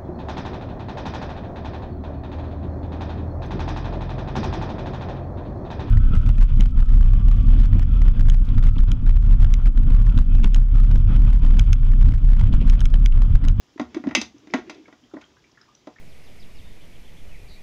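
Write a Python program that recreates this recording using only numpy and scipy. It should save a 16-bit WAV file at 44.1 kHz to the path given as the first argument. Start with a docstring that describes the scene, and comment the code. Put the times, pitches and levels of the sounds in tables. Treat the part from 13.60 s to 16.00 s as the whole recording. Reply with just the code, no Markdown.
"""Knocks and taps on glass, as a plastic siphon tube is moved about in an aquarium.
Each knock rings the glass and the tube and makes the water-loaded walls boom briefly.
Soft bumps pass through the water, which wobbles and lets off small bubbles.
Behind it all are a low rumble from the stand, a small room's echo and a faint steady hiss."""
import sys
import numpy as np
from scipy import signal
from scipy.fft import rfft, irfft, next_fast_len
from scipy.io import wavfile
from scipy.ndimage import uniform_filter1d

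SR = 44100
rng = np.random.default_rng(int(sys.argv[2]) if len(sys.argv) > 2 else 0)


def wav_out(sig):
    """Save sig, one row per channel (or a flat mono array), as 16-bit PCM at SR to the path in sys.argv[1]."""
    wavfile.write(sys.argv[1], SR, np.round(np.clip(np.atleast_2d(sig).T, -1, 1) * 32767).astype(np.int16))


N = 105840


def tube_knocks():
    """The tube hits the glass: a sharp crack, ringing panes and tube, and a boom from the walls."""
    # each hit: start_s, boom_db, clunk_db, clack_db, tick_db, tube_db
    hits = [(0.177, -50, -28.5, -34.5, -50, -66), (.1960, -24, -8.5, -18, -34, -60),
            (.213, -33.5, -34, -40, -39, -65), (0.345, -30, -24, -27, -35.5, -36),
            (.368, -39.5, -23, -31.5, -41, -70), (0.4377, -27, -22.5, -27.5, -47.5, -75),
            (.469, -49, -19.5, -25, -41, -67), (0.487, -36, -24.5, -26.5, -43.5, -39),
            (0.509, -29, -21, -21.5, -43.5, -40.5), (0.5498, -30, -9.5, -7.5, -7, -5.5),
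            (0.614, -31, -22.5, -20, -18, -42), (.871, -37.5, -38.5, -39, -49, -58),
            (.9370, -19.5, -6, -7, -22, -32), (.985, -34, -44, -40, -58, -72),
            (1.0962, -37, -22.5, -26.5, -30, -32.5), (1.145, -57, -38.5, -38.5, -47, -50),
            (1.28, -43, -29.5, -40.5, -61, -61), (1.325, -45, -35.5, -36, -53.5, -67.5),
            (1.5376, -30, -23, -39, -50.5, -62.5), (1.5667, -34, -25, -32, -77, -67.5),
            (1.6116, -53.5, -42, -34.5, -42.5, -44.5), (2.2704, -34, -18, -36.5, -45, -49.5)]
    # ringing tones of the glass panes: pitch_hz, level_db, fade_s
    glass_tones = [(639, -13, 0.084), (733, -23.5, 0.16), (853, -21.5, .1), (935.4, -16, 0.068),
                   (1026, -18, 0.081), (1115, -25.5, 0.17), (1368, -18, 0.093), (1412, -17, 0.09),
                   (1603, -21.5, 0.085), (1873, -12, 0.05), (1974, -10, 0.046)]
    # low tones of the water-loaded walls: pitch_hz, level_db, fade_s
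    wall_tones = [(226, -4, 0.11), (295.2, 10.5, 0.046), (349.3, -11.5, 0.13)]
    # bright tones of the stiff tube: pitch_hz, level_db, fade_s
    tube_tones = [(2047, -14, .11), (2250, -12, .12), (2470, -18, .07), (2605, -15, .09), (2648, -13, .1),
                  (2760, -5, .028), (3050, -8, .035), (3222, -15, .08), (3451, -17, .07), (3790, -14, .08),
                  (5005, -21, .07), (5967, -19, .08), (6153, -13, .035)]
    # tone colour of a hit on glass: pitch_hz, level_db
    hit_colour = [(60, -24), (200, -8), (480, 2.5), (700, 1), (1300, -0.5), (1700, -1.5), (2100, 2.5),
                  (2800, -1), (3800, 6), (4300, -2), (4900, 4.5), (5500, -2), (6200, 1.5), (7200, -11.5),
                  (8200, -22.5), (9200, -24.5), (11500, -32), (15000, -36)]
    clunk_hz, clack_hz, tick_hz = 800, 1940, 4400
    crack_rise_s, wall_rise_s, soft_rise_s = .0006, .0049, .0017
    crack_decay_s, rattle_decay_s = .0042, .023
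    rattle_db, glass_db, soft_below_db = -16, -4.5, -39
    out, t = np.zeros(N), np.arange(SR // 5) / SR
    boom = ring(t, wall_tones) * fade_in(t, wall_rise_s)
    dying = np.exp(-t / crack_decay_s) + gain(rattle_db) * np.exp(-t / rattle_decay_s)
    onset = fade_in(t, crack_rise_s)
    click = gain(6) * signal.unit_impulse(len(t), int(.0012 * SR))  # the moment of full contact
    tube = onset * ring(t, tube_tones)
    for start_s, boom_db, clunk_db, clack_db, tick_db, tube_db in hits:
        crack = dying * rng.standard_normal(len(t))
        glass = gain(glass_db) * ring(t, glass_tones)  # each hit lands elsewhere, favouring other tones
        hit = colour(click + onset * (crack + glass), hit_colour)
        hit = colour(hit, [(clunk_hz, clunk_db), (clack_hz, clack_db), (tick_hz, tick_db)])
        if tick_db < soft_below_db:  # a gentle touch rubs on gradually
            hit = hit * (1 - np.exp(-t / soft_rise_s))
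        add(out, start_s, hit + gain(boom_db) * boom + gain(tube_db) * tube)
    return out


def water_bumps():
    """Soft pushes through the water swell and die in a few cycles, sagging in pitch."""
    # each bump: start_s, pitch_hz, level_db, rise_s
    bumps = [(0.159, 315, -34.5, 0.0039), (0.1984, 247, -24, 0.0074), (.212, 262, -22, 0.0068),
             (0.3644, 330, -16.5, 0.0061), (0.396, 273.4, -30, 0.0065), (0.46, 250, -23, .005),
             (.471, 267.7, -12.5, 0.0059), (0.485, 137.3, -38, 0.0097), (0.551, 255.5, -31, 0.018),
             (.566, 332.4, -23.5, .009), (.574, 238, -22, 0.012), (0.741, 302, -41.5, 0.0079),
             (0.928, 294, -32.5, 0.01), (.9415, 269, -13, 0.0073), (1.040, 336, -51, 0.008),
             (1.072, 358, -34, 0.009), (1.207, 310, -44, 0.0071), (1.428, 269, -49, 0.0097),
             (1.5357, 348, -31, 0.0034), (1.556, 283.6, -33, 0.009)]
    sag_per_s = 2.4
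    out, t = np.zeros(N), np.arange(SR // 6) / SR
    for start_s, pitch_hz, level_db, rise_s in bumps:
        swell = (t / rise_s * np.exp(1 - t / rise_s)) ** 2
        tone = np.sin(2 * np.pi * pitch_hz * t * (1 - sag_per_s * t / 2))
        add(out, start_s, gain(level_db) * swell * tone)
    return out


def water_slosh():
    """Stirred water wobbles against the walls: low noise with a flickering level."""
    # how strongly the water is stirred: time_s, level_db
    stirring = [(0, -77.5), (.13, -86), (.3, -55.5), (.65, -74), (.85, -53.5), (1.1, -45), (1.35, -69),
                (1.5, -67.5), (1.68, -63), (1.95, -71.5), (2.4, -84)]
    # tone colour of the moving water: pitch_hz, level_db
    water_colour = [(40, -18), (65, -10.5), (150, -19.5), (220, -7.5), (300, 2.5), (400, -2), (520, -16),
                    (1000, -25), (2500, -22), (6000, -37), (9000, -99.5)]
    stir_db = np.interp(np.arange(N) / SR, *np.array(stirring).T)
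    water = set_level(colour(rng.standard_normal(N), water_colour), 0)
    flicker_db = 4 * wander(rate_hz=34.71)
    return water * gain(stir_db + flicker_db)


def bubble(hz):
    """One bubble opens with a splashy pop and a short ring that rises in pitch."""
    onset_cycles, ring_cycles, pop_cycles, rise_per_s = 4.8, 14, 15, 2.5
    t = np.arange(SR // 16) / SR
    cycles = t * hz
    tone = np.exp(-cycles / ring_cycles) * np.sin(2 * np.pi * cycles * (1 + rise_per_s * t / 2))
    pop_colour = [(hz / 4, -30), (hz / 2, -20), (hz, 0), (hz * 1.59, -26), (hz * 1.55, -60)]
    pop = set_level(colour(rng.standard_normal(len(t)), pop_colour), -3)
    return fade_in(cycles, onset_cycles) * (tone + pop * np.exp(-cycles / pop_cycles))


def bubbles():
    """The water lets off a few clear bubbles among a fizz of tiny ones."""
    # each clear bubble: start_s, pitch_hz, level_db
    clear_bubbles = [(0.782, 5860, -49.5), (0.9, 2310, -48), (0.909, 5200, -50), (1.2536, 2150, -45.5),
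                     (1.436, 3120, -52.5), (1.51, 1320, -55), (1.621, 1457, -47.5), (1.639, 3146, -47.5),
                     (1.652, 7040, -50), (1.7655, 1566, -50.5), (1.84, 2310, -46.5), (1.9166, 5500, -52.5),
                     (1.9726, 1646, -45), (1.945, 1980, -53), (2.0108, 1570, -49), (2.029, 1710, -55),
                     (2.013, 5140, -42.5), (2.0799, 1150, -50.5), (2.1499, 5960, -42), (2.359, 1807, -46.5),
                     (2.3836, 2140, -44)]
    fizz_per_s, fizz_db, spread_db = 110, -62, 2.5
    low_hz, high_hz = 900, 7000
    out = np.zeros(N)
    for start_s, pitch_hz, level_db in clear_bubbles:
        add(out, start_s, gain(level_db) * bubble(pitch_hz))
    for when, pitch, size in rng.random((int(fizz_per_s * N / SR), 3)):
        level_db = fizz_db + spread_db * (2 * size - 2.5)
        pitch_hz = low_hz * (high_hz / low_hz) ** pitch
        add(out, when * N / SR, gain(level_db) * bubble(pitch_hz))
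    return colour(out, [(6500, 0), (8500, -16)])  # soften the treble


def spray():
    """The tiniest bubbles burst as faint high ticks."""
    ticks_per_s, pitch_hz, decay_s = 22, 11000, .003
    out, t = np.zeros(N), np.arange(SR // 40) / SR
    for when, size in rng.random((int(ticks_per_s * N / SR), 2)):
        tick = colour(rng.standard_normal(len(t)), [(pitch_hz / 2, -15), (pitch_hz, 0), (pitch_hz * 2, -8)])
        add(out, when * N / SR, gain(-76) * 2 * size * tick * np.exp(-t / decay_s))
    return out


def stand_rumble(blows):
    """The bass of each blow lingers as a rumble in the aquarium's stand."""
    bass = colour(blows, [(35, -16), (65, 27.5), (120, 13.5), (220, -1.5), (500, -31), (1500, -42.5)])
    return gain(-18.5) * linger(bass, fade_s=.72, rise_s=.019)


def room_echo(sound):
    """The small room gives a short echo and swallows the highest treble."""
    return colour(linger(sound, fade_s=.19, rise_s=.0087), [(6500, -.5), (10000, -8)])


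def steady_hiss():
    """Faint, even noise in the background."""
    # tone colour of the hiss: pitch_hz, level_db
    hiss_colour = [(25, 2), (60, -4.5), (130, -0.5), (200, -5.5), (290, -1.5), (500, -10.5), (850, -11),
                   (1800, -19), (2500, -17.5), (3400, -14), (4200, -20), (5100, -16), (6200, -18.5),
                   (7100, -22), (8300, -39), (12700, -40.5), (15800, -40.5)]
    return set_level(colour(rng.standard_normal(N), hiss_colour), -61)


def gain(db):
    """Turn decibels into a multiplier."""
    return 10 ** (np.asarray(db) / 20)


def set_level(x, db):
    """Set a sound's average (rms) level."""
    return x * gain(db) / np.sqrt(np.mean(x ** 2))


def add(out, start_s, x):
    """Mix a sound in at a given time."""
    i = max(int(start_s * SR), 0)
    part = out[i:i + len(x)]
    part += x[:len(part)]


def colour(x, points):
    """Turn lows and highs up or down along a curve of (pitch_hz, level_db) points."""
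    size = next_fast_len(2 * len(x), real=True) // 2 * 2
    hz, db = np.array(points, float).T
    grid_hz = np.maximum(np.arange(size // 2 + 1) * SR / size, 1)
    curve_db = np.interp(np.log(grid_hz), np.log(hz), db)
    cepstrum = irfft(np.log(gain(curve_db)))
    cepstrum[1:size // 2] *= 2  # fold it so that nothing rings before the sound starts
    cepstrum[size // 2 + 1:] = 0
    return irfft(rfft(x, size) * np.exp(rfft(cepstrum)))[:len(x)]


def wander(rate_hz):
    """A smooth random drift, about 1 in size."""
    hold = int(SR / rate_hz)
    steps = np.repeat(rng.standard_normal(N // hold + 1), hold)
    drift = uniform_filter1d(uniform_filter1d(steps, hold), hold)[:N]
    return drift / drift.std()


def fade_in(t, rise):
    """Rise smoothly from 0 to 1."""
    return 1 - np.exp(-(t / rise) ** 2)


def fade_out(t, fade_s):
    """Fall by 60 dB in fade_s seconds."""
    return np.exp(-np.log(1000) * t / fade_s)


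def ring(t, tones, spread_db=2):
    """A struck object rings with fading tones, each a little louder or softer by chance."""
    offsets_db = spread_db * rng.standard_normal(len(tones))
    return sum(gain(db + offset) * fade_out(t, fade_s) * np.sin(2 * np.pi * hz * t)
               for (hz, db, fade_s), offset in zip(tones, offsets_db))


def linger(x, fade_s, rise_s):
    """Smear a sound into a fading tail of many tiny echoes."""
    t = np.arange(SR // 2) / SR
    tail = rng.standard_normal(len(t)) * fade_out(t, fade_s) * fade_in(t, rise_s)
    return signal.fftconvolve(x, tail / np.linalg.norm(tail))[:N]


def scene():
    """Tank, water and room at one microphone."""
    knocks, bumps = tube_knocks(), water_bumps()
    hiss = steady_hiss()
    slosh = water_slosh()
    rumble = stand_rumble(knocks + bumps)
    bubbling = bubbles()
    echo = room_echo(gain(-10) * knocks + gain(-12) * bumps + gain(-6.5) * bubbling)
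    return (knocks + bumps + bubbling + slosh + rumble + echo + hiss + spray())[None]


def record(dry):
    """The microphone loses the deepest bass; the recorder cuts the highest treble."""
    low_hz, top_hz = 50, 15600
    thin = signal.sosfilt(signal.butter(3, low_hz, "high", fs=SR, output="sos"), dry)
    return signal.sosfilt(signal.ellip(8, .2, 70, top_hz, fs=SR, output="sos"), thin)


dry = scene()
out = record(dry)
wav_out(out)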